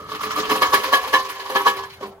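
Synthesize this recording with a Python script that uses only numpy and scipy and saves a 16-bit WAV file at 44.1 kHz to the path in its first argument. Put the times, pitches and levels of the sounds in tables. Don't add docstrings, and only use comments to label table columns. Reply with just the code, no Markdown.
import sys
import numpy as np
from scipy import signal
from scipy.io import wavfile

SR = 44100
rng = np.random.default_rng(int(sys.argv[2]) if len(sys.argv) > 2 else 0)


def nominal_scale(level):
    x = np.asarray(level, float) / 20
    return 10 ** x


def wav_out(sig):
    wavfile.write(sys.argv[1], SR, np.round(np.clip(np.atleast_2d(sig).T, -1, 1) * 32767).astype(np.int16))


N = 97020


def rms_one(x):
    return x / np.sqrt(np.mean(x ** 2) + 1e-20)


def drift(rate):
    hop = 40
    settle = 2000
    r = np.exp(-2 * np.pi * rate * hop / SR)
    white = rng.standard_normal(N // hop + 2 + settle)
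    slow = signal.lfilter([1], [1, -2 * r, r * r], white)[settle:]
    return np.interp(np.arange(N) / hop, np.arange(len(slow)), rms_one(slow))


def at_hz(points, hz):
    points = np.array(points)
    return np.interp(np.log(hz), np.log(points[:, 0]), points[:, 1])


def bandpass(x, low_hz, high_hz):
    return signal.sosfilt(signal.butter(2, [low_hz, high_hz], "band", fs=SR, output="sos"), x)


LEFT_DB, LEFT_LAG_S = -0.97, 0.000115


def late(pair, lag_s):
    n = np.arange(N)
    left = np.interp(n - lag_s * SR, n, pair[0])
    return np.array([nominal_scale(LEFT_DB) * left, pair[1]])


# (frequency [Hz], shared part [0-1])
LIKENESS = [(100, .98), (500, 0.79), (1200, 0.54), (2500, 0.35), (6000, 0.035), (14000, 0.06)]


def likeness(hz):
    return np.clip(at_hz(LIKENESS, hz), 0, 1)


def banded(spectrum, patchy_db, rate):
    out = 0
    edges = 18.6 * 2 ** np.arange(0, 10.1, 0.5)
    white = rng.standard_normal((2, 2, N))
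    for k, (low, high) in enumerate(zip(edges, edges[1:])):
        if spectrum[0][0] >= high or low >= spectrum[-1][0]:
            continue
        hz = np.sqrt(low * high)
        mid, side = bandpass(white[k % 2], low, high)
        alike = likeness(hz)
        pair = np.sqrt(1 + alike) * mid + np.sqrt(1 - alike) * side * [[1], [-1]]
        out = out + nominal_scale(at_hz(spectrum, hz) + patchy_db * drift(rate)) * pair
    return rms_one(out)


def line(power, hz):
    level = np.sqrt(2 * power) * nominal_scale(1.6 * drift(42))
    pitch = hz * (1 + 0.0031 * drift(12.2))
    x = level * np.sin(2 * np.pi * np.cumsum(pitch) / SR)
    return late([x, x], LEFT_LAG_S)


MODE_LAG_SPREAD_S, MODE_SIDE = 0.00003, 0.38


def mode(force, hz, t60):
    r, w = nominal_scale(-60 / (t60 * SR)), 2 * np.pi * hz / SR
    gain = np.sin(w) * rng.choice([-1, 1])
    mid, side = signal.lfilter([0, gain], [1, -2 * r * np.cos(w), r * r], force + 1e-18)
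    side = side * np.sqrt(1 - likeness(hz)) * MODE_SIDE
    lag_s = LEFT_LAG_S + MODE_LAG_SPREAD_S * hz / 1000 * rng.standard_normal()
    return late([mid + side, mid - side], max(lag_s, 0))


STAGES = [
    0.33,
    0.99,
    1.56,
]
WEIGHT_WANDER_DB = 2.0


def staged(force, modes):
    t = np.arange(N) / SR
    out = 0
    for hz, early, middle, final, t60 in modes:
        weight_db = np.interp(t, STAGES, [early, middle, final])
        out = out + mode(force * nominal_scale(weight_db + WEIGHT_WANDER_DB * drift(4.2)), hz, t60)
    return out


def bursts(rows, rise_s, fall_s, peak_s, axis):
    rows = np.array(rows)
    t = np.arange(N) / SR - rows[:, :1] - peak_s
    swell = np.exp(-(t / rise_s) ** 2)
    decay = np.exp(-2 * np.maximum(t, 0) / fall_s)
    return nominal_scale(2 * rows[:, axis]) @ np.where(t < 0, swell, decay)


# (time [s], level [dB])
BREEZE_LEVEL = [
    (0.0, -53.5),
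    (0.6, -51),
    (1.03, -53.5),
    (1.44, -61.5),
    (1.689, -55.5),
    (2.2, -57.5),
]
# (frequency [Hz], level [dB])
BREEZE_COLOUR = [(20, -29), (40, -3.5), (60, -2), (100, 4.5), (140, -14), (220, -20)]


def breeze():
    level = nominal_scale(np.interp(np.arange(N) / SR, *np.transpose(BREEZE_LEVEL)))
    return level * banded(BREEZE_COLOUR, patchy_db=2, rate=4)


# (frequency [Hz], level [dB])
AIR_COLOUR = [(88, -25.5), (150, -3), (269, -32.5), (804, -3.5), (2010, -30.5), (2970, -46), (15900, -63)]
AIR_DB = -48


def air():
    return nominal_scale(AIR_DB) * banded(AIR_COLOUR, patchy_db=6.5, rate=2.3)


# (start [s], end [s], frequency [Hz])
SQUEAL_LINES = [(-.02, .05, 1308), (-.02, .075, 1254), (.215, .255, 2120), (1.22, 1.5, 4700),
                (1.24, 1.39, 1688), (1.76, 1.87, 3193), (1.74, 1.87, 1688), (1.885, 1.97, 4120),
                (1.885, 1.94, 2357), (1.94, 2.0, 2165), (2.03, 2.12, 205), (2.1, 2.165, 1325)]
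SQUEAL_LEVELS = [-45, -44, -43, -55, -53, -51, -50, -52, -55, -58, -46, -57]


def squeals():
    t = np.arange(N) / SR
    out = 0
    for (start, end, hz), db in zip(SQUEAL_LINES, SQUEAL_LEVELS):
        fade = np.clip(np.minimum(t - start, end - t) / 0.016, 0, 1)
        out = out + line(nominal_scale(2 * db) * fade ** 2, hz)
    return out


# (time [s], level [dB])
MOTOR_EFFORT = [(0.0, -46.5), (0.068, -51), (0.13, -36.5), (0.19, -48.5), (0.29, -39), (0.38, -36),
                (0.47, -36), (0.73, -32.5), (1.03, -35.5), (1.25, -44.5), (1.65, -37.5), (1.801, -40.5),
                (1.92, -57), (1.99, -56), (2.05, -62), (2.1, -78), (2.2, -82)]


def effort_db():
    return np.interp(np.arange(N) / SR, *np.transpose(MOTOR_EFFORT))


TEETH_PER_S, TOOTH_SPREAD_DB = 1500, 4


def teeth():
    sizes = nominal_scale(TOOTH_SPREAD_DB * np.minimum(rng.exponential(1, (2, N)), 3))
    signs = rng.choice([-1, 1], (2, N))
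    bites = rng.random((2, N)) < TEETH_PER_S / SR
    scrape = 0.28 * rng.standard_normal((2, N))
    return rms_one(sizes * signs * bites + scrape)


# (time [s], shell level [dB], hiss level [dB], boom level [dB])
LIGHT_STROKES = [(0.001, -37, -57, -42), (0.015, -42, -63, -31), (0.062, -38, -62, -39),
                 (0.195, -31, -44, -48), (0.374, -21.5, -33, -23), (0.65, -13, -48, -44),
                 (0.675, -20, -51, -41), (0.871, -26, -38.5, -42), (1.131, -18, -30, -23),
                 (1.443, -44, -57, -58), (1.523, -22, -56, -18.5), (1.607, -18, -39, -18.5),
                 (1.656, -17.5, -33.5, -38), (1.935, -43.5, -49, -62), (2.055, -33.5, -48, -28),
                 (2.163, -60, -80, -53), (0.09, -32, -45.5, -36), (0.12, -24.5, -43, -34),
                 (0.149, -23.5, -38, -47), (0.213, -20, -36, -35), (0.235, -22, -30, -32),
                 (0.263, -20.5, -57, -29), (0.31, -18, -32, -60), (0.362, -20.5, -31, -28),
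                 (0.387, -19.5, -30, -20), (0.431, -25, -43, -26.5), (0.454, -24.5, -35.5, -31),
                 (0.557, -14, -29, -21), (0.839, -16, -26.5, -51), (0.972, -13, -54, -34),
                 (1.04, -18.5, -37, -54), (1.077, -18.5, -32, -53), (1.199, -18, -37.5, -30),
                 (1.25, -24, -37.5, -32), (1.295, -22.5, -34, -38), (1.358, -24, -42, -50),
                 (1.398, -22, -38, -47), (1.458, -20.5, -41, -48), (1.501, -16.5, -35, -21.5),
                 (1.769, -28, -37, -28.5), (1.791, -21, -54, -55), (1.836, -26, -42, -65),
                 (1.903, -57, -44.5, -62), (2.01, -31.5, -45.5, -27), (2.03, -25.5, -41.5, -23.5),
                 (2.126, -47, -73, -38)]
# (time [s], shell level [dB], hiss level [dB], boom level [dB], rim ring level [dB])
HARD_SNAGS = [
    (0.499, -13.5, -26.5, -23, -25),
    (0.515, -9, -26, -15, -29),
    (0.623, -4, -22.5, -18.5, -19),
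    (0.735, -1, -20.5, -16.5, -20),
    (0.933, -4, -21, -15, -11.5),
    (1.139, -5, -22, -18.5, -15.5),
    (1.558, -8, -26, -16.5, -22),
    (1.667, -4, -25, -14.5, -17),
]
SNAG_RISE_S, SNAG_FALL_S, SNAG_PEAK_S = 0.0061, 0.0076, 0.00198
STROKE_RISE_S, STROKE_FALL_S, STROKE_PEAK_S = 0.004, 0.0067, 0.00093
RATTLE_FLICKER_DB = 1


def stroke_power(axis):
    return bursts(LIGHT_STROKES, STROKE_RISE_S, STROKE_FALL_S, STROKE_PEAK_S, axis)


def push(rattle_db, axis):
    snag_power = bursts(HARD_SNAGS, SNAG_RISE_S, SNAG_FALL_S, SNAG_PEAK_S, axis)
    motor_db = effort_db() + rattle_db - 6.0 + RATTLE_FLICKER_DB * drift(37)
    return np.sqrt(snag_power + stroke_power(axis) + nominal_scale(2 * motor_db))


JOLT_DB = 16.5


def jolts(axis):
    out = np.zeros((2, N))
    for rows, peak_s in ((HARD_SNAGS, SNAG_PEAK_S), (LIGHT_STROKES, STROKE_PEAK_S)):
        rows = np.array(rows)
        at = ((rows[:, 0] + peak_s) * SR).astype(int)
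        out[0, at] = nominal_scale(rows[:, axis] + JOLT_DB)
    return out


def shell_force():
    return push(rattle_db=11, axis=1) * teeth() + jolts(axis=1)


# (frequency [Hz], early level [dB], middle level [dB], late level [dB], T60 [s])
SHELL_MODES = [(1190.6, 1.5, -13.5, -6, 0.067), (742, -20.5, -28, -35, 0.44), (811, -18.5, -18, -12, 0.16),
               (910, -3, -4.5, -5, 0.023), (969.5, -9.5, -9.5, -5, 0.15), (1042, -10, -9, -5, 0.21),
               (1076, -11, -6, -7, 0.17), (1128.3, -9, -8, -7, 0.18), (1076, 0, -1, 3, 0.057),
               (1154, -7.5, -4, -14, 0.091), (1197, 1.5, -28, -13, 0.05), (1275, -7.5, -27, -27, 0.45),
               (1293, -10, -31, -22, 0.28), (1498, -18, -30, -13.5, 0.11)]


def shell(force):
    return nominal_scale(-29.5) * staged(force, SHELL_MODES)


MAIN_HZ, MAIN_SNAG_DB, MAIN_STROKE_DB, MAIN_TAIL_DB = 1123, -10, -10, -17
MAIN_RISE_S, MAIN_STROKE_RISE_S, MAIN_FALL_S, MAIN_TAIL_S = 0.0076, 0.0052, 0.012, 0.054


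def main_ring():
    snag = bursts(HARD_SNAGS, MAIN_RISE_S, MAIN_FALL_S, SNAG_PEAK_S, axis=1)
    stroke = bursts(LIGHT_STROKES, MAIN_STROKE_RISE_S, MAIN_FALL_S, SNAG_PEAK_S, axis=1)
    tail = bursts(HARD_SNAGS, MAIN_RISE_S, MAIN_TAIL_S, SNAG_PEAK_S, axis=1)
    power = nominal_scale(2 * MAIN_SNAG_DB) * snag + nominal_scale(2 * MAIN_STROKE_DB) * stroke + nominal_scale(2 * MAIN_TAIL_DB) * tail
    return line(power, MAIN_HZ)


# (frequency [Hz], early level [dB], middle level [dB], late level [dB], T60 [s])
FLAP_MODES = [(211.8, -10, -27, -21, 0.24), (255, -10, -16.5, -38, 0.092), (308, -4.5, -13, -10.5, 0.19),
              (393.1, -7, -4.5, -11, 0.17), (431.8, -0.5, -15, -20, 0.32), (467.4, -10.5, -7, -9.5, 0.17),
              (523.5, -11, 2.5, -5.5, 0.19), (589, 2.5, -7, -5, 0.037), (713, -26, -14, -8.5, 0.059),
              (796, -14, -10, -23, 0.097), (960, -23, -1, -12, 0.06), (154.5, -7, -17, -26, 0.15)]
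THUD_DB, THUD_LOW_HZ, THUD_HIGH_HZ = -26, 162, 1500


def flap():
    force = push(rattle_db=7.5, axis=3) * teeth() + jolts(axis=3)
    thud = bandpass(force[0], THUD_LOW_HZ, THUD_HIGH_HZ)
    return nominal_scale(-29) * staged(force, FLAP_MODES) + nominal_scale(THUD_DB) * late([thud, thud], LEFT_LAG_S)


# (frequency [Hz], density [dB per Hz])
UPPER_COLOUR = [(1300, -9), (2000, -10.5), (3100, -9.5), (5500, -16), (8300, -30.5), (9700, -21),
                (12500, -20), (16500, -26.5)]
UPPER_MODES_DB, UPPER_T60_S, RATTLE_HISS_DB = -5.5, 0.16, -2.5
HISS_DB, HISS_RISE_S, HISS_T60_S, HISS_PEAK_S, LEFT_TREBLE_DB = 1.5, 0.0075, 0.26, 0.0037, 1.36


def upper_modes():
    count = 66
    pitches = np.geomspace(1350, 7500, count) * rng.uniform(0.992, 1.008, count)
    scatter_db, stretch = rng.uniform(-4, 2, count), rng.uniform(0.5, 1.2, count)
    force = push(RATTLE_HISS_DB, axis=2) * teeth()
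    out = 0
    for hz, db, k in zip(pitches, scatter_db, stretch):
        gain = nominal_scale(at_hz(UPPER_COLOUR, hz) + db) * np.sqrt(hz / 2000)
        out = out + gain * mode(force, hz, UPPER_T60_S * k)
    return nominal_scale(UPPER_MODES_DB - 22.5) * out


def tooth_hiss():
    fall_s = HISS_T60_S / np.log(1000)
    power = nominal_scale(2 * (effort_db() + RATTLE_HISS_DB))
    for rows in (HARD_SNAGS, LIGHT_STROKES):
        power = power + bursts(rows, HISS_RISE_S, fall_s, HISS_PEAK_S, axis=2)
    noise = banded(UPPER_COLOUR, patchy_db=3.0, rate=27)
    hiss = late(np.sqrt(power) * noise, LEFT_LAG_S)
    return nominal_scale(HISS_DB) * hiss * nominal_scale([[LEFT_TREBLE_DB], [0]])


RIM_DB, RIM_STROKE_DB, RIM_LINE_DB, RIM_LINE_PEAK_S = -23.5, -18.5, -0.5, 0.004


def rim_force():
    snag_power = bursts(HARD_SNAGS, SNAG_RISE_S, SNAG_FALL_S, SNAG_PEAK_S + 0.0033, axis=4)
    power = snag_power + nominal_scale(2 * RIM_STROKE_DB) * stroke_power(axis=1)
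    return np.sqrt(power + nominal_scale(2 * (effort_db() - 8.5))) * teeth()


# (frequency [Hz], level [dB], T60 [s])
RIM_MODES = [
    (1688, 1.5, 0.16),
    (1726, 0.5, 0.1),
    (2216, -3.5, 0.092),
    (1784, -13, 0.27),
    (2959, -3, 0.081),
    (3204, -2.5, 0.068),
    (3990, -8.5, 0.069),
    (5240, -16, 0.047),
]


def rim(force):
    return nominal_scale(RIM_DB) * sum(nominal_scale(db) * mode(force, hz, t60) for hz, db, t60 in RIM_MODES)


def rim_ring():
    hz, _, t60 = RIM_MODES[0]
    power = bursts(HARD_SNAGS, 0.0073, t60 / np.log(1000), RIM_LINE_PEAK_S, axis=4)
    return nominal_scale(RIM_LINE_DB - 9) * line(power, hz)


# (time [s], level [dB])
FLAP_HUMS = [(.95, -53), (1.15, -33), (1.25, -43.5), (1.33, -52), (1.41, -47), (1.5, -36.5), (1.565, -30),
             (1.675, -32.5), (1.775, -36), (1.85, -45.5), (2.035, -35.5)]
HUM_HZ, HUM_RISE_S, HUM_T60_S = 391.4, 0.0083, 0.57


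def flap_hum():
    return line(bursts(FLAP_HUMS, HUM_RISE_S, HUM_T60_S / np.log(1000), 0, axis=1), HUM_HZ)


SHELL_LOW_CUT_HZ = 188


def scene():
    on_shell, on_rim = shell_force(), rim_force()
    steel = shell(on_shell) + rim(on_rim) + flap() + upper_modes() + tooth_hiss()
    low_cut = signal.butter(4, SHELL_LOW_CUT_HZ, "high", fs=SR, output="sos")
    steel = signal.sosfilt(low_cut, steel)
    return steel + breeze() + squeals() + flap_hum() + rim_ring() + air() + main_ring()


def band_limit(x):
    return signal.sosfilt(signal.butter(12, 16090, fs=SR, output="sos"), x)


SELF_NOISE_DB, CEILING, CUTOFF_HZ = -68, 1.05, 15960


def record(dry):
    noisy = dry + nominal_scale(SELF_NOISE_DB) * rng.standard_normal(dry.shape)
    limited = noisy / (1 + (np.abs(noisy) / CEILING) ** 4) ** (1 / 4)
    top_cut = signal.ellip(14, 0.5, 70, CUTOFF_HZ, fs=SR, output="sos")
    return band_limit(signal.sosfilt(top_cut, limited))


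dry = scene()
out = record(dry)
wav_out(out)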